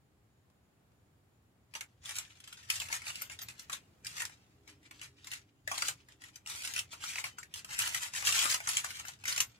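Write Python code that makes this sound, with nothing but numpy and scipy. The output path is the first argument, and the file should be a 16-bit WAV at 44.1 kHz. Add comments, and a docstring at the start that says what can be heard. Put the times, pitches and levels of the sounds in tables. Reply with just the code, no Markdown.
"""Tiny metal charms click and rattle in short bursts, as fingers rummage through a plastic tray close to two
microphone ports. Contacts are noise cracks, short sine rings and tray knocks over a bed of dense grains;
some pieces ring out as decaying sines, and close clutter scatters the sound. Soft low thuds come through
the table. Behind, shaped noise makes the room hum, a low passing drone and a faint, far, pulsing chirp."""
import sys
import numpy as np
from scipy import signal
from scipy.fft import rfft, irfft, next_fast_len
from scipy.io import wavfile
from scipy.ndimage import uniform_filter1d, map_coordinates

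SR = 44100
rng = np.random.default_rng(int(sys.argv[2]) if len(sys.argv) > 2 else 0)


def master(y):
    """Save y as 16-bit WAV."""
    cut = np.clip(np.atleast_2d(y).T, -1, 1)
    pcm = np.round(cut * 32767)  # scale
    wavfile.write(sys.argv[1], SR, pcm.astype(np.int16))


N = 422919


def amp(db):
    """Decibels to amplitude."""
    return 10 ** (np.asarray(db) / 20)


def unit(x):
    """x at rms 1."""
    return x / np.sqrt(np.mean(x ** 2) + 1e-20)


def along(points, hz):
    """Values at hz from (Hz, value) points joined on a log frequency axis."""
    f, v = np.transpose(points)
    return np.interp(np.log(hz + 1), np.log(f + 1), v)


def wobble(rate):
    """A smooth random curve, rate knots a second."""
    knots = rng.standard_normal(int(N * rate / SR) + 4)
    return map_coordinates(knots, [np.arange(N) * rate / SR])


def filtered(x, response):
    """x times a complex response of frequency."""
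    m = next_fast_len(N + SR // 2)
    return irfft(rfft(x, m) * response(np.fft.rfftfreq(m, 1 / SR)), m)[..., :N]


def narrow(centre_hz, width_hz, channels):
    """A fuzzy line of rms 1: noise under a narrow bell of frequency."""
    noise = rng.standard_normal((channels, N))
    return unit(filtered(noise, lambda hz: np.exp(-((hz - centre_hz) / width_hz) ** 2)))


def hum():
    """Room tone: near mono in the bass, unrelated in the treble, gently unsteady."""
    # colour of the room tone: (frequency [Hz], relative level per Hz [dB])
    hum_colour = [(15, -64.5), (25, -33), (66, -7), (114, -2), (153, -9), (175, -9), (405, -16.5),
                  (575, -20), (796, -20), (962, -23.5), (1190, -23.5), (6210, -37), (6920, -36.5),
                  (7510, -36), (16000, -39.5)]
    # likeness of the two ports: (frequency [Hz], left-right correlation [-1 to 1])
    likeness = [(60, .98), (240, .85), (640, .3), (1400, -.05), (15000, 0)]
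    level_db = -68

    def mid_side(hz):
        turn = np.arccos(np.clip(along(likeness, hz), -1, 1)) / 2
        return amp(along(hum_colour, hz)) * np.array([np.cos(turn), np.sin(turn)])

    mid, side = filtered(rng.standard_normal((2, N)), mid_side)
    return amp(level_db + 1.3 * wobble(1.1)) * unit(np.array([mid + side, mid - side]))


def drone():
    """A low drone of two fuzzy lines swells for a while."""
    # the drone's passage, as rms of its lower line: (time [s], level [dB])
    passage = [(0, -96), (4.3, -84), (4.7, -71), (5.4, -78), (6.3, -76.5), (6.8, -82), (9.59, -99)]
    s, db = np.transpose(passage)
    level_db = np.interp(np.arange(N) / SR, s, db)
    lines = narrow(294, 42, channels=1) + amp(-6.0) * narrow(403.3, 6.2, channels=1)
    return amp(level_db) * lines


def chirp():
    """Far off, a thin steady tone and, just under it, a fuzzy one that pulses three times a second."""
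    cycles = 3.05 * np.arange(N) / SR + .13
    pulse = np.clip(.4 + np.sin(2 * np.pi * cycles), 0, 1)
    steady = amp(-93) * narrow(7140, 5, channels=2)
    return steady + amp(-91) * pulse * narrow(6860, 45, channels=2)


def stir():
    """Stirring level in dB: every stroke rises, holds and falls alike, then leaves a faint settling."""
    # pushes of the fingers through the pile: (time at full strength [s], hold [s], stirring level [dB])
    strokes = [(1.765, 0.003, -50.5), (1.827, 0.0046, -63), (2.055, 0.06, -48), (2.168, 0.004, -39.5),
               (2.25, 0.12, -62), (2.444, 0.21, -60), (2.713, 0.046, -39), (2.783, 0.083, -48),
               (2.918, 0.035, -42), (3.065, 0.012, -41), (3.133, 0.096, -51), (3.217, 0.0045, -45.5),
               (3.319, 0.0039, -48.5), (3.414, .005, -48.5), (3.498, 0.0053, -49.5), (3.597, 0.0035, -50),
               (3.721, 0.012, -45.5), (4.061, 0.12, -52), (4.203, 0.0073, -39), (4.3, 0.043, -62.5),
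               (4.695, 0.0091, -57.5), (4.834, 0.021, -64.5), (4.919, 0.07, -63.5), (5.035, 0.0041, -49),
               (5.195, 0.061, -62.5), (5.273, 0.083, -50.5), (5.703, 0.042, -48), (5.782, 0.11, -42.5),
               (6.095, 0.02, -62), (6.222, 0.069, -58), (6.344, .02, -63), (6.49, .31, -46.5),
               (6.92, 0.025, -51), (7.02, 0.18, -46), (7.251, .005, -43), (7.387, 0.023, -57.5),
               (7.559, 0.0028, -43), (7.694, 0.14, -46.5), (7.802, 0.056, -38), (7.892, 0.18, -44.5),
               (8.163, 0.0044, -32.5), (8.253, 0.29, -33.5), (8.615, 0.09, -51.5), (8.69, 0.092, -39),
               (8.84, 0.16, -48.5), (9.079, 0.0031, -46), (9.159, .09, -64), (9.281, 0.042, -38),
               (9.391, 0.015, -40.5)]
    rise_db_per_s, fall_db_per_s = 642, 341  # the pile starts moving fast and settles more slowly
    settle_db, settle_db_per_s = -27.5, 34  # last pieces keep sliding: level under the stroke, fading
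    t, power = np.arange(0, N / SR, .002), 1e-12
    for s, hold, db in strokes:
        rise_db = db - rise_db_per_s * np.clip(s - t, 0, None)
        after = np.clip(t - s - abs(hold), 0, None)
        fall = amp(-2 * fall_db_per_s * after)  # doubled dB gives power
        settle = amp(2 * (settle_db - settle_db_per_s * after))
        power = power + amp(2 * rise_db) * (fall + settle)
    return np.interp(np.arange(N) / SR, t, 10 * np.log10(power))


def thuds(stir_db):
    """The hand's pressure reaches both ports through the table as low lumps, stronger when it stirs harder."""
    # resonances of the table: (centre [Hz], width [Hz], relative level [dB])
    table_modes = [(57, 10.7, -3.5), (81.2, 13.6, -1), (108.4, 22, 1.5), (143, 34, -4.5)]
    full_stir_db, growth_db_per_db, spread_s = -46.5, 0.4, 0.16  # level at 0 dB stirring, growth, smoothing

    def table(hz):
        return sum(amp(db) * np.exp(-((hz - c) / w) ** 2) for c, w, db in table_modes)

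    low = filtered(rng.standard_normal(N), table)
    effort = uniform_filter1d(amp(2 * stir_db), int(spread_s * SR))
    effort_db = 10 * np.log10(np.abs(effort) + 1e-12)
    return amp(full_stir_db + growth_db_per_db * effort_db) * unit(low * amp(2.7 * wobble(14.0)))


def room(x):
    """Clutter near the tray scatters strongly in the first ms, then a short tail falls away after about 55 ms.
    The moving hand keeps changing both, differently for each port."""
    # decay of the tail: (frequency [Hz], time to fall 60 dB [s])
    tail_t60 = [(500, 0.25), (1500, 0.13), (5000, 0.1), (14000, 0.13)]
    out, step = np.zeros((2, N + SR)), SR // 16
    for i in range(0, N, step):  # fresh echoes for every sixteenth of a second
        hz, t, bands = signal.stft(rng.standard_normal((2, SR // 6)), SR, nperseg=128)
        fade_db = -60 * t / along(tail_t60, hz)[:, None] - 600 * np.clip(t - .052, 0, 1)
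        early = amp(5 - 60 * t / 0.014)
        echoes = signal.istft(bands * (amp(fade_db) + early), SR, nperseg=128)[1]
        wet = signal.fftconvolve(x[None, i:i + step], echoes / np.linalg.norm(echoes[0]), axes=1)
        out[:, i:i + wet.shape[1]] += wet
    return out[:, :N]


def ports(x):
    """The tray lies nearer the left port: a little louder and earlier there."""
    lag_s = 12.5 / 44100  # right behind left
    side = np.array([[1], [-1]])  # each port takes half the lag and half the level difference
    return filtered(x, lambda hz: amp(side * 0.63) * np.exp(1j * np.pi * hz * lag_s * side))


def metal(x):
    """The colour that small charms radiate, at unit mean power."""
    # radiated colour: (frequency [Hz], relative level per Hz [dB])
    charm_colour = [(710, -24.5), (1200, -11.5), (1350, -6), (1770, -5.5), (2730, -2.5), (4130, -5),
                    (7330, -1.5), (13700, -14.5), (15300, -19.5), (16000, -36)]
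    return filtered(x, lambda hz: unit(amp(along(charm_colour, hz))))


def tray(x):
    """The resonances of the plastic compartment, at unit mean power."""
    # resonances of the tray: (centre [Hz], width [Hz], relative level [dB])
    tray_modes = [(359, 750, -17.5), (520, 142, -9), (926, 306, -3.5), (1336, 280, 1), (2070, 910, -1.5),
                  (2700, 750, -7.5)]

    def response(hz):
        total = 0
        for k, (c, w, db) in enumerate(tray_modes):  # neighbours in opposite sign
            damping = 1j * hz * w
            total = total + (-1) ** k * amp(db) * damping / (c * c - hz * hz + damping)
        return total / np.sqrt(np.mean(np.abs(total) ** 2))

    return filtered(x, response)


def spikes(share, spread_db):
    """Sparse random grains on a share of the samples, a few of them much stronger."""
    return (rng.random(N) < share) * rng.standard_normal(N) * amp(spread_db * rng.exponential(size=N))


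def chinks():
    """Brief decaying sines at random moments, each at its own pitch, together at rms 1."""
    draw = rng.random((8000, 3))
    t = np.arange(256) / SR
    hz = 1800 * np.exp(1.715 * draw[:, 1:2])
    level_db = -2.5 * np.log(draw[:, 2:] + .03)
    rings = amp(level_db - 60 * t * hz / 14) * np.sin(2 * np.pi * hz * t)  # 60 dB down in 14 cycles
    at = (draw[:, :1] * N).astype(int) + np.arange(256)
    return unit(np.bincount(at.ravel(), rings.ravel())[:N])


def rattle(stir_db):
    """Countless small collisions: dense grains, clumped in time, part of them ringing briefly at their own pitch."""
    clumps = amp(3.15 * wobble(45) + 1.46 * wobble(200))
    chink = np.zeros(N)
    found = chinks()
    chink[:len(found)] = found  # silence after the last chink
    grains = unit(spikes(.15, 2.54)) + amp(-8.5) * chink
    bright = unit(metal(grains) * clumps)
    soft = filtered(bright, lambda hz: 1 / (1 + (hz / 7000) ** 4))
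    hard = np.clip((stir_db + 68.5) / 25, 0, 1)  # gentle stirring is duller
    bright = soft + hard * (bright - soft)
    dull = unit(tray(spikes(.05, 2.8)) * clumps)
    return amp(stir_db - 4) * (bright + amp(-13.5) * dull)


def pings():
    """Charms that ring freely and hollow tray bumps: each tone swells and dies, wavering as the piece turns."""
    # single clear tones: (start [s], pitch [Hz], level before swell and waver [dB], rise constant [s],
    # time to fall 60 dB [s])
    free_tones = [(3.219, 13850, -35, .001, .06), (3.417, 13450, -40, .003, .09),
                  (3.615, 13450, -50, .006, .07), (3.731, 14100, -48, .003, .09),
                  (4.204, 1858, -33, .004, .08), (5.677, 540, -36, .001, .03),
                  (5.716, 850, -38, .002, .035), (7.06, 5600, -38, .004, .08), (7.27, 3050, -53, .004, .3),
                  (7.384, 7590, -42, .003, .08), (8.434, 10940, -27, .005, .06),
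                  (8.675, 10940, -18, .025, .15), (8.70, 6350, -27, .008, .08),
                  (9.06, 13600, -48, .005, .12), (9.405, 13900, -38, .003, .15)]
    out = np.zeros(N + SR)
    t = np.arange(SR // 4) / SR
    for s, hz, db, rise, t60 in free_tones:
        swell = (1 - np.exp(-t / rise)) ** 2
        out[round(s * SR):][:len(t)] += amp(db - 60 * t / t60) * swell * np.sin(2 * np.pi * hz * t)
    return out[:N] * amp(2.5 * wobble(120))


def small_contacts(stir_db):
    """Random lesser contacts, in the columns of the clear ones, as strong as the stirring at their moment."""
    count, over_stir_db, spread_db = 900, 5, 2
    ring_hz, ring_octaves, knock_db = 3264, 0.608, -21.5  # usual ring, its scatter, usual tray knock
    s = rng.uniform(0, N / SR - .01, count)
    draw = rng.standard_normal((count, 3))
    db = stir_db[(s * SR).astype(int)] + over_stir_db + spread_db * draw[:, 0]
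    hz = np.clip(ring_hz * 2 ** (ring_octaves * draw[:, 1]), 1000, 12000)
    return list(zip(s, db, hz, knock_db + spread_db * draw[:, 2]))


def clicks(stir_db):
    """Each contact: a crack of a few ms, a short rough ring of two near modes of the piece, and a tray knock."""
    # clear contacts: (time [s], level before the layer trims below [dB], ring [Hz],
    # tray knock relative to that level, before its trim [dB])
    contacts = [(0.499, -62, 1150, -20), (0.918, -67, 1190, -12), (1.7378, -36, 2440, -11),
                (1.7513, -28.5, 2850, -10.5), (1.8082, -27.5, 2220, -15), (2.0565, -34, 3350, -25),
                (2.0918, -28.5, 3270, -25), (2.1657, -28, 2800, -22), (2.1843, -21.5, 7730, -22),
                (2.4016, -41, 3390, -26), (2.4396, -40.5, 3260, -19), (2.475, -35, 3240, -22),
                (2.527, -34.5, 3300, -18), (2.7008, -13.5, 2550, -33.5), (2.7552, -26.5, 6500, -32),
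                (2.8, -23, 3140, -20.5), (2.8161, -26.5, 2560, -13.5), (2.8853, -33, 2640, -11),
                (2.9005, -46.5, 1730, 7.5), (2.926, -20.5, 2260, -14), (3.018, -34.5, 2160, -20),
                (3.0669, -34, 2750, -8.5), (3.1021, -29.5, 2780, -17), (3.1556, -28.5, 2770, -35),
                (3.2183, -28, 8330, -13), (3.2977, -35, 2700, -9), (3.3892, -33, 3800, -18),
                (3.4166, -32, 6400, -22), (3.485, -30, 2570, -13.5), (3.5949, -33, 5640, -37),
                (3.697, -30, 1310, -7.5), (3.729, -23.5, 3590, -19), (4.047, -33, 4870, -26),
                (4.067, -25.5, 4950, -31), (4.167, -31, 4640, -19), (4.1794, -30.5, 2100, -16),
                (4.2034, -25, 1940, -10), (4.219, -21, 1830, -19), (4.2948, -44.5, 2500, -3),
                (4.676, -43, 2680, -14), (4.829, -56, 2000, -13), (4.9102, -39.5, 2460, -5),
                (4.9896, -58, 3920, -21), (5.014, -33.5, 2840, -19), (5.244, -40.5, 3850, -16),
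                (5.2706, -33, 7400, -17), (5.3152, -27.5, 2980, -21), (5.3336, -28, 2780, -40),
                (5.6752, -26, 1870, -7), (5.7147, -24.5, 1100, -8), (5.779, -25, 4070, -9.5),
                (5.8214, -20.5, 4640, -6), (5.883, -16.5, 8400, -17), (6.0855, -46.5, 1860, -11),
                (6.218, -44, 2890, -18), (6.238, -38.5, 1980, -18), (6.3576, -32, 6130, -32),
                (6.461, -35, 2800, -17), (6.4718, -29.5, 5530, -25), (6.5168, -36, 2660, -11),
                (6.621, -31, 2900, -26), (6.6485, -25.5, 2720, -21), (6.7368, -24, 2900, -26),
                (6.762, -23.5, 2670, -23), (6.778, -22.5, 2800, -20), (6.79, -19, 2720, -39),
                (6.9303, -38, 1310, -4), (7.0385, -28, 1370, -24), (7.1564, -30, 2500, -10.5),
                (7.1833, -31.5, 2330, -8), (7.2403, -25.5, 2760, -4.5), (7.3842, -34.5, 1390, -25),
                (7.4301, -36.5, 1810, -21), (7.5391, -28, 3040, -36), (7.6457, -32.5, 2730, -15.5),
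                (7.7084, -33, 2050, -16), (7.7892, -14, 8660, -31), (7.819, -20, 2820, -31),
                (7.8905, -28, 7320, -37), (7.9455, -18, 2030, -18.5), (8.1367, -30, 2660, -12),
                (8.223, -27.5, 2840, -7), (8.2707, -14, 2830, -15), (8.324, -17.5, 2800, -29),
                (8.3723, -31, 2880, -24), (8.3898, -13.5, 4640, -38), (8.44, -18.5, 2900, -21),
                (8.4547, -16.5, 1230, -15), (8.473, -26.5, 1314, -23), (8.499, -18.5, 4600, -38),
                (8.5242, -21.5, 4660, -27), (8.543, -15.5, 2860, -16), (8.6023, -32.5, 2290, -5.5),
                (8.6725, -19.5, 6360, -15), (8.689, -15.5, 6000, -22.5), (8.7692, -15, 7640, -26.5),
                (8.8443, -23.5, 1470, -9.5), (8.9044, -30.5, 2200, -9.5), (8.996, -28.5, 4950, -12.5),
                (9.0516, -33.5, 1590, -28), (9.0822, -27.5, 7340, -19), (9.238, -33.5, 2580, -16),
                (9.254, -26.5, 2100, -19), (9.2795, -20, 6600, -16), (9.2938, -23, 6300, -26),
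                (9.3248, -24, 4450, -33), (9.3615, -22, 7400, -22.5), (9.3777, -17.5, 7050, -22),
                (9.4032, -11.5, 6200, -29)]
    crack, ring, knock = np.zeros((3, N + SR))
    t = np.arange(SR // 20) / SR
    rise = 1 - np.exp(-t / 0.00063)
    for s, db, hz, knock_db in list(contacts) + small_contacts(stir_db):
        noise = rng.standard_normal((2, len(t)))
        i = round(s * SR)
        second_hz = hz * rng.uniform(.8, 1.3)
        pair = np.sin(2 * np.pi * hz * t) + .4 * np.sin(2 * np.pi * second_hz * t)
        crack[i:i + len(t)] += amp(db - 9 - 60 * t / .018) * rise * noise[0]
        ring[i:i + len(t)] += amp(db - 4 - 60 * t / (.005 + 12 / hz)) * rise * pair  # low rings last longer
        knock[i:i + len(t)] += amp(db + knock_db + 0.5 - 60 * t / 0.016) * rise * noise[1]
    return metal(crack[:N]) + ring[:N] + tray(knock[:N])


def scene():
    """The charms, direct and scattered, at the two ports, over table and room."""
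    stir_db = stir()
    charms, tones = rattle(stir_db) + clicks(stir_db), pings()
    scattered = room(charms + amp(-10) * tones)  # free ringing, clear of the pile, excites the clutter less
    wet = filtered(scattered, lambda hz: hz ** 2 / (hz ** 2 + 300 ** 2))  # little bass
    near = ports(charms + tones + amp(6.5) * wet)
    return near + hum() + thuds(stir_db) + chirp() + drone()


def record(dry):
    """The recorder keeps nothing above its band limit."""
    top_hz = 15900
    return filtered(dry, lambda hz: hz < top_hz)


dry = scene()
out = record(dry)
master(out)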